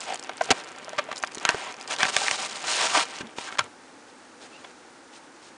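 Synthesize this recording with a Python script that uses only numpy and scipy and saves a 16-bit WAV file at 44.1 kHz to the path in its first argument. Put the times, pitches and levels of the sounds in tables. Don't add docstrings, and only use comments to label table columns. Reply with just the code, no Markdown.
import sys
import numpy as np
from scipy import signal
from scipy.fft import rfft, irfft, next_fast_len
from scipy.io import wavfile
from scipy.ndimage import uniform_filter1d

SR = 44100
rng = np.random.default_rng(int(sys.argv[2]) if len(sys.argv) > 2 else 0)


def log_audio(samples):
    frames = np.atleast_2d(samples).T
    limited = np.clip(frames, -1, 1)
    pcm = np.round(limited * 32767).astype(np.int16)
    wavfile.write(sys.argv[1], SR, pcm)


N = 245625
TIME_S = np.arange(N) / SR

# start in seconds, ring level in dB, ring frequency in Hz, crack level in dB,
# crack low-pass in Hz, crumple time in seconds (folding peaks at half of it), thump level in dB,
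# thump low-pass in Hz. Levels spread the energy over 10 ms.
SNAP_EVENTS = [ (0.293, -33.5, 690, -32.5, 2200, 0.0024, -75, 600),
               (0.4085, -18.5, 680, -26, 1000, 0.0057, -66, 600),
               (0.5041, -20.5, 434, -19, 8000, 0.0026, -32.5, 600),
               (.505, -28, 253.5, -40, 3000, 0.0068, -49, 600),
               (.5080, -19, 736, -14.5, 12000, 0.0071, -29.5, 150),
               (0.518, -26.5, 685, -33, 4000, 0.0071, -35.5, 100),
               (0.880, -38, 630, -46, 1500, 0.0019, -53, 600),
               (0.931, -35.5, 622, -48, 1500, 0.0023, -61, 600),
               (0.981, -29, 1164, -23, 2500, 0.011, -43, 300),
               (.988, -27, 577, -28.5, 2000, 0.0065, -58, 600),
               (1.0875, -34, 648, -45, 1500, 0.0032, -58, 600),
               (1.114, -33.5, 1123, -33.5, 2500, 0.003, -44, 600),
               (1.127, -38, 790, -35.5, 3500, 0.0024, -51, 600),
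               (1.237, -27, 1130, -30.5, 900, 0.00057, -49, 900),
               (1.371, -42.5, 452, -44, 2500, 0.0032, -41, 600),
               (1.4514, -18.5, 1420, -18.5, 12000, 0.001, -43, 150),
               (1.4902, -18, 1487, -17, 8900, 0.0014, -32, 400),
               (1.496, -31, 690, -36, 8000, 0.0046, -58, 600),
               (1.545, -28.5, 424, -33.5, 1200, 0.00066, -36, 400),
               (2.0307, -14.5, 1657, -18, 5000, 0.001, -36, 200),
               (2.0516, -31, 860, -25.5, 3000, 0.0022, -39, 200),
               (2.1649, -28, 754, -16.5, 10100, 0.0019, -43, 90),
               (2.282, -23, 1970, -26.5, 4950, 0.00056, -72, 600),
               (2.3115, -24.5, 2050, -23, 12000, 0.00067, -46, 90),
               (2.967, -30, 302, -20, 4000, 0.014, -66, 600),
               (3.207, -42, 280, -35, 4000, 0.0089, -36.5, 300),
               (3.231, -39, 225, -60, 1500, 0.028, -43, 200),
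               (3.3835, -31.5, 920, -31.5, 3000, 0.003, -35.5, 1000),
               (3.524, -39.5, 1410, -40, 3500, 0.002, -48, 400),
               (3.584, -35, 1340, -27, 2500, 0.0048, -61, 600),
               (3.5899, -25, 1094, -18.5, 7100, 0.0039, -37, 1200),
               (3.603, -31.5, 1350, -34, 3000, 0.0078, -53, 600),
               (4.642, -48, 1043, -42, 1800, 0.0087, -64, 600)]
# multiple of the ring frequency, relative level in dB, multiple of the ring t60.
PANEL_MODES = [(0.442, -28.5, 2.5), (0.692, -5, 3.2), (1.002, 12.5, 0.79), (1.547, -0.5, 2.5),
               (2.127, -2, 2.1), (2.9, -7, 1.1)]
# start in seconds, level in dB before the common tick gain, ring in Hz.
TICK_EVENTS = [(.005, -23, 7800), (.0095, -26, 5230), (.016, -29, 2870), (.1357, -24.5, 4550),
               (.1566, -21.5, 3200), (.1951, -24, 7700), (.2265, -27, 5260), (.2454, -28, 2720),
               (.3702, -29.5, 8700), (.3781, -30, 2200), (.3821, -33, 4550), (.4435, -27, 7000),
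               (.456, -28, 6600), (.6445, -32, 7360), (.6805, -40, 6300), (.7807, -41, 2520),
               (.8181, -38, 3100), (.8925, -31.5, 3500), (1.1599, -24, 5350), (1.1688, -23.5, 4000),
               (1.178, -23, 5040), (1.1813, -24, 7150), (1.2267, -21, 6270), (1.2467, -26, 3500),
               (1.2728, -25.5, 5100), (1.3195, -28.5, 2500), (1.3472, -22.5, 6700), (1.3529, -25, 6200),
               (1.3817, -22, 4000), (1.7231, -29, 6400), (1.741, -26.5, 2520), (1.7989, -40, 2900),
               (1.8114, -26, 4950), (1.8184, -34, 5200), (1.8358, -36, 3200), (1.8762, -22.5, 4900),
               (1.9216, -20, 3220), (1.9632, -21, 3670), (1.9855, -19, 4200), (2.005, -13, 1860),
               (2.0653, -16, 2850), (2.0838, -14, 1700), (2.2645, -15, 2090), (2.5138, -31, 3650),
               (3.0536, -25, 3100), (3.1653, -30, 5950), (3.1858, -26.5, 2960), (3.2696, -33, 3670),
               (3.5729, -25, 1700)]
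# middle in seconds, Gaussian half length (one sigma) in seconds,
# resonance in Hz, ring t60 in seconds, rms level over the touch in dB.
DRAG_EVENTS = [ (0.095, 0.02, 810, 0.014, -30.5), (0.14, 0.0091, 720, 0.013, -33.5),
               (0.493, 0.0027, 645, 0.02, -26), (1.237, 0.0028, 1790, 0.0057, -24.5),
               (1.488, 0.021, 1740, 0.0054, -29.5), (1.670, 0.0074, 1084, 0.049, -36.5),
               (2.028, 0.012, 2350, 0.022, -25), (2.219, 0.0033, 854, 0.016, -26),
               (2.955, .013, 1100, 0.0068, -23), (3.48, 0.014, 1610, 0.011, -38),
               (3.503, 0.011, 1150, .012, -43.5), (3.555, 0.0063, 1500, 0.0088, -39.5)]
# start in seconds, length in seconds, rubbing level in dB,
# brightness (crinkle over rubbing) in dB.
HAND_STROKES = [ (0.0, 0.15, -46, 3), (0.057, 0.083, -42, -21), (0.408, 0.08, -43.5, -1.5),
                (0.494, 0.12, -42.5, -4), (0.606, 0.11, -47, -15), (0.842, .29, -48.5, -13),
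                (1.397, 0.11, -39.5, -10), (1.481, 0.23, -38.5, -6), (1.865, 0.064, -41.5, -5),
                (2.1, 0.55, -43.5, 2.5), (1.891, 0.052, -34, 1), (1.977, 0.095, -31, -3),
                (2.075, 0.023, -30.5, 1), (2.117, 0.243, -35, 2.5), (2.217, 0.062, -34.5, 4),
                (2.368, 0.097, -35.5, 1.5), (2.539, 0.036, -39, 3.5), (2.627, 0.063, -35, -2),
                (2.661, 0.21, -33, 5), (2.762, .11, -29, -6), (2.871, 0.16, -32, 1.5),
                (2.932, 0.079, -25, -2), (3.013, 0.2, -43, 0), (3.359, 0.13, -43.5, 1),
                (3.502, 0.048, -43.5, -4), (3.589, 0.073, -46, -8), (4.4, 0.072, -54, 3),
                (4.481, 0.23, -56.5, -0.5), (5.12, 0.058, -59.5, 10), (5.41, 0.078, -62.5, 9.5)]
# start in seconds, frequency in Hz, t60 in seconds, level in dB.
DESK_MODES = [(3.586, 94, .22, -46), (3.586, 124, .14, -44)]
# time in seconds, pitch in Hz, tone level in dB before flutter.
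SQUEAK_PATH = [(4.518, 2790, -70), (4.531, 2695, -52), (4.541, 2645, -53), (4.553, 2710, -49),
               (4.566, 2800, -56), (4.59, 2800, -64)]
# start in seconds, frequency in Hz, t60 in seconds, level in dB.
CARD_MODES = [(4.646, 3360, .03, -47), (4.646, 2230, .03, -53)]

# frequency in Hz, relative gain in dB.
CRACK_COLOUR = [(40, -48), (300, -29.5), (600, 3), (1000, 6), (1500, 6), (2200, 4.5), (3200, 3.5),
                (5000, -0.5), (6800, -0.5), (10000, -10.5)]
THUMP_COLOUR = [(20, -9), (60, -5.5), (130, 4), (260, 9), (450, 12.5), (1200, -5)]
TICK_COLOUR = [(40, -40), (200, -36), (800, -0.5), (2000, -7.5), (4000, -1.5), (7000, 1.5), (10000, -4.5)]
FLEX_COLOUR = [(25, -39), (70, -17), (130, 1), (300, 6), (430, 9.5), (600, 5.5), (1200, -28.5)]
RUB_COLOUR = [(40, -47), (200, -24), (450, -6.5), (620, 2), (780, 4.5), (1150, 3), (1600, 1), (2300, 0),
              (3200, -2.5), (5000, -19), (10000, -56.5)]
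CRINKLE_COLOUR = [(40, -62), (600, -51.5), (1600, -0.5), (3000, 1.5), (4200, 1.5), (5200, 3.5),
                  (6800, -0.5), (8800, -3.5), (10000, -9.5)]
ROOM_COLOUR = [(18, -61), (30, -31), (195, -18), (243, -5), (358, -6), (424, -16), (479, -6), (626, -13),
               (859, -7), (994, -12), (1470, -11), (2970, -23), (6300, -24), (10000, -29), (13000, -59),
               (22000, -120)]

STROKE_ATTACK_S, STROKE_RELEASE_TAU_S = 0.017, 0.0074
GRIP_DB, GRIP_BRIGHT_DB, LET_GO_S, LET_GO_FADE_S = -47, -19.5, 3.16, 0.32
REST_DB, REST_CRINKLE_DB = -71.5, -62.5
BENT_SLIPS_PER_S, SLIDING_SLIPS_PER_S, SLIDING_POWER = 450, 4500, 4.0
PRESS_PER_S, PRESS_DB, PATCH_PER_S, PATCH_DB = 40, 1, 10, 1
FIRM_DB, FLEX_DB, FLEX_POWER = -30.5, -47, 0.39
RING_CYCLES = 13.4
PACKET_SLIDES_S, PACKET_CRACKLE_DB = 2, -6.5
FLAP_END_S, FAINT_TICK_DB, FAINT_TICK_RANGE_DB = 1.9, -35, 0.5
FAINT_TICK_HZ, FAINT_TICK_OCTAVES = 3690, 0.9
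ROOM_TONE_DB = -50
MIC_TOP_HZ, MIC_CLIP = 10120, 0.68


def snaps(follow=0.85, follow_per_s=6000, jolt=0.73, size=8192):
    out = np.zeros(N)
    t = TIME_S[:size]
    air_push = colour(signal.unit_impulse(size), THUMP_COLOUR)
    for start_s, ring_db, ring_hz, crack_db, crack_hz, crumple_s, thump_db, thump_hz in SNAP_EVENTS:
        ring_t60_s = RING_CYCLES / ring_hz
        folding = (2 * t / crumple_s) ** 2 * np.exp(2 - 4 * t / crumple_s)
        happens = rng.random(size) < follow_per_s / SR
        jumps = follow * rng.standard_normal(size) * happens * folding
        jumps[0] = 1
        ring = np.zeros(size)
        for multiple, mode_db, t60_multiple in PANEL_MODES:
            hz = multiple * ring_hz
            drive = unit(folding * np.cos(2 * np.pi * hz * t)) + jolt * unit(jumps)
            response = signal.fftconvolve(drive, mode(hz, t60_multiple * ring_t60_s))[:size]
            ring += burst(response, mode_db)
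        crack = burst(soften(colour(jumps, CRACK_COLOUR), crack_hz), crack_db)
        thump = burst(soften(air_push, thump_hz, order=2), thump_db)
        add(out, start_s, burst(ring, ring_db) + bend(crack + thump, lag_s=0.000957))
    return out


def rustle(effort, crinkling, slips_per_s, rub_spread_db=3.0, crinkle_spread_db=4.5, shared=0.38,
           facet_share=0.34):
    firmness = effort / undb(FIRM_DB)
    fine = slips(slips_per_s, crinkle_spread_db)
    coarse = slips(2 * slips_per_s, rub_spread_db) + shared * fine
    facets = np.zeros(N)
    for hz in (2770, 4050, 6880, 8630):
        facet_slips = slips(slips_per_s / 4, crinkle_spread_db)
        facets += unit(signal.fftconvolve(facet_slips, mode(hz, 0.0024))[:N])
    flex = unit(colour(slips(2 * slips_per_s, rub_spread_db), FLEX_COLOUR))
    flex *= undb(FLEX_DB) * firmness ** FLEX_POWER
    rub = unit(colour(coarse, RUB_COLOUR)) * effort
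    crinkle = unit(colour(fine + facet_share * facets, CRINKLE_COLOUR)) * crinkling
    return bend(flex + rub + crinkle)


def handling():
    grip = undb(GRIP_DB) * np.clip(1 - (TIME_S - LET_GO_S) / LET_GO_FADE_S, 0, 1)
    grip_crinkle = grip * undb(GRIP_BRIGHT_DB + PATCH_DB * walk(PATCH_PER_S))
    rub_power = grip ** 2 + undb(REST_DB) ** 2
    crinkle_power = grip_crinkle ** 2 + undb(REST_CRINKLE_DB) ** 2
    for start_s, length_s, rub_db, bright_db in HAND_STROKES:
        power = (undb(rub_db) * stroke(start_s, length_s)) ** 2
        rub_power += power
        crinkle_power += power * undb(bright_db) ** 2
    sliding = (1 - grip ** 2 / rub_power) ** SLIDING_POWER
    slips_per_s = BENT_SLIPS_PER_S * (1 - sliding) + SLIDING_SLIPS_PER_S * sliding
    press = undb(PRESS_DB * walk(PRESS_PER_S))
    return press * np.sqrt(rub_power), press * np.sqrt(crinkle_power), slips_per_s


def stroke(start_s, length_s):
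    attack = np.interp(TIME_S, [start_s, start_s + STROKE_ATTACK_S], [0, 1])
    return attack * np.exp(-np.maximum(TIME_S - start_s - length_s, 0) / STROKE_RELEASE_TAU_S)


def ticks(gain_db=-15.0, ring_db=-2, rattle_db=4, ring_cycles=26, edge_multiple=1.6, size=1024):
    out = np.zeros(N)
    t = TIME_S[:size]
    rise = 1 - fade(t, 0.003)
    click = unit(colour(signal.unit_impulse(size), TICK_COLOUR))
    grit = colour(rng.standard_normal(N), TICK_COLOUR)
    for start_s, level_db, hz in list(TICK_EVENTS) + faint_ticks():
        rattle = grit[int(start_s * SR):][:size] * rise * fade(t, 0.013)
        crack = soften(click + undb(rattle_db) * unit(rattle), edge_multiple * hz, order=2)
        facet = mode(hz, ring_cycles / hz, size=size) * rise
        add(out, start_s, burst(unit(crack) + undb(ring_db) * unit(facet), level_db + gain_db))
    return bend(out)


def faint_ticks(count=44):
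    rows = []
    for when, strength, pitch in rng.random((count, 3)):
        level_db = FAINT_TICK_DB + FAINT_TICK_RANGE_DB * (2 * strength - 1)
        hz = FAINT_TICK_HZ * 2 ** (FAINT_TICK_OCTAVES * (2 * pitch - 1))
        rows.append((FLAP_END_S * when, level_db, hz))
    return rows


def drags(scrape_db=-5, size=16384):
    out = np.zeros(N)
    chatter = colour(slips(2500, 6.5), [(40, -33), (600, -8.0), (10000, -6.0)])
    scrape = colour(chatter, RUB_COLOUR)
    for middle_s, half_s, hz, t60_s, level_db in DRAG_EVENTS:
        start_s = max(middle_s - size / 2 / SR, 0)
        span = slice(int(start_s * SR), int(start_s * SR) + size)
        touch = np.exp(-((TIME_S[span] - middle_s) / half_s) ** 2 / 2)
        ring = signal.fftconvolve(chatter[span] * touch, mode(hz, t60_s))[:size]
        voice = unit(ring) + undb(scrape_db) * unit(scrape[span] * touch)
        gain = undb(level_db) * np.sqrt(np.sum(touch ** 2) / np.sum(voice ** 2))
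        add(out, start_s, voice * gain)
    return out


def crackles(effort, per_second=70, centre_hz=1900, octaves_each_way=2.0, ring_cycles=11, below_db=-10,
             spread_db=6.5, count=900, size=1024):
    out = np.zeros(N)
    effort_db = 20 * np.log10(effort) + PACKET_CRACKLE_DB * (TIME_S > PACKET_SLIDES_S)
    gaps, pitches, sizes = rng.random((count, 3)).T
    starts_s = np.cumsum(-np.log(1 - gaps)) / per_second
    for start_s, pitch, chance in zip(starts_s, pitches, sizes):
        if start_s < TIME_S[-1]:
            hz = min(centre_hz * 2 ** (octaves_each_way * (2 * pitch - 1)), SR / 5)
            extra_db = spread_db * min(-np.log(1 - chance), 2)
            level_db = effort_db[int(start_s * SR)] + below_db + extra_db
            add(out, start_s, burst(mode(hz, ring_cycles / hz, size=size), level_db))
    return colour(out, [(40, -51), (500, -6.0), (3000, -8.0), (10000, 7.5)])


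def cover(waver=0.025, flutter_db=3, rasp_db=-4):
    knots_s, knots_hz, knots_db = np.transpose(SQUEAK_PATH)
    pitch_hz = np.interp(TIME_S, knots_s, knots_hz) * (1 + waver * walk(700))
    level = np.interp(TIME_S, knots_s, undb(knots_db), left=0, right=0) * undb(flutter_db * walk(300))
    rasp_colour = [(800, -30), (2500, -4), (4900, 0), (6500, -16), (10000, -25)]
    rasp = unit(colour(slips(2500, 3), rasp_colour))
    tone = np.sqrt(2) * np.sin(2 * np.pi * np.cumsum(pitch_hz) / SR)
    out = level * (tone + undb(rasp_db) * rasp)
    for start_s, hz, t60_s, level_db in CARD_MODES:
        add(out, start_s, burst(mode(hz, t60_s), level_db))
    return out


def desk():
    out = np.zeros(N)
    for start_s, hz, t60_s, level_db in DESK_MODES:
        boom = mode(hz, t60_s)
        soft_landing = (1 - fade(TIME_S[:len(boom)], 0.06)) ** 2
        add(out, start_s, burst(boom * soft_landing, level_db))
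    return out


def room(x, wet_db=-15, t60_s=0.031, gap_s=0.003, treble_db=-7, size=16384):
    t = TIME_S[:size]
    tail = rng.standard_normal(size) * fade(t, t60_s) * (t > gap_s)
    tail = colour(tail, [(100, -16.5), (1500, 0.5), (9000, treble_db)])
    return x + undb(wet_db) * signal.fftconvolve(x, tail / np.sqrt(np.sum(tail ** 2)))[:N]


def room_tone():
    return unit(colour(rng.standard_normal(N), ROOM_COLOUR)) * undb(ROOM_TONE_DB)


def bend(x, lag_s=0.00068):
    size = next_fast_len(len(x) + 2048)
    khz = np.arange(size // 2 + 1) * SR / size / 1000
    turns = 2 * lag_s * 1000 * (np.sqrt(khz + 0.2) - np.sqrt(0.2))
    return irfft(rfft(x, size) * np.exp(-2j * np.pi * turns), size)[:len(x)]


def slips(per_second, spread_db):
    chance = np.clip(per_second / SR, 0, 1)
    sizes = undb(spread_db * np.minimum(rng.exponential(size=N), 4))
    happens = rng.random(N) < chance
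    signs = rng.choice([-1, 1], N)
    return unit(happens * signs * sizes / np.sqrt(chance))


def mode(hz, t60_s, size=8192):
    t = TIME_S[:size]
    return np.sin(2 * np.pi * hz * t) * fade(t, t60_s)


def fade(t, t60_s):
    return np.exp(-np.log(1000) * t / t60_s)


def walk(per_second):
    step = int(SR / per_second)
    held = np.repeat(rng.standard_normal(N // step + 1), step)
    return uniform_filter1d(held, step)[:N]


def colour(x, points, size=4096):
    hz, db = np.transpose(points)
    bins_hz = np.maximum(np.arange(size // 2 + 1) * SR / size, 1)
    outline_db = np.interp(np.log(bins_hz), np.log(hz), db)
    cepstrum = irfft(np.log(undb(outline_db)))
    cepstrum[1:size // 2] *= 2
    cepstrum[size // 2 + 1:] = 0
    return signal.fftconvolve(x, irfft(np.exp(rfft(cepstrum))))[:len(x)]


def soften(x, hz, order=1):
    return signal.lfilter(*signal.butter(order, min(hz, SR / 3), fs=SR), x)


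def undb(db):
    return 10 ** (np.asarray(db) / 20)


def unit(x):
    return x / np.sqrt(np.mean(x ** 2))


def burst(x, db):
    return x * undb(db) * np.sqrt(0.01 * SR / np.sum(x ** 2))


def add(out, start_s, x):
    start = int(start_s * SR)
    out[start:start + len(x)] += x[:len(out) - start]


def scene():
    effort, crinkling, slips_per_s = handling()
    paper = snaps() + rustle(effort, crinkling, slips_per_s) + ticks() + drags() + crackles(effort)
    return (room(paper + cover() + desk()) + room_tone())[None]


def record(dry):
    low_pass = signal.ellip(12, 0.1, 70, MIC_TOP_HZ, fs=SR, output="sos")
    clipped = np.clip(signal.sosfilt(low_pass, dry), -MIC_CLIP, MIC_CLIP)
    return signal.sosfiltfilt(low_pass, clipped)


dry = scene()
out = record(dry)
log_audio(out)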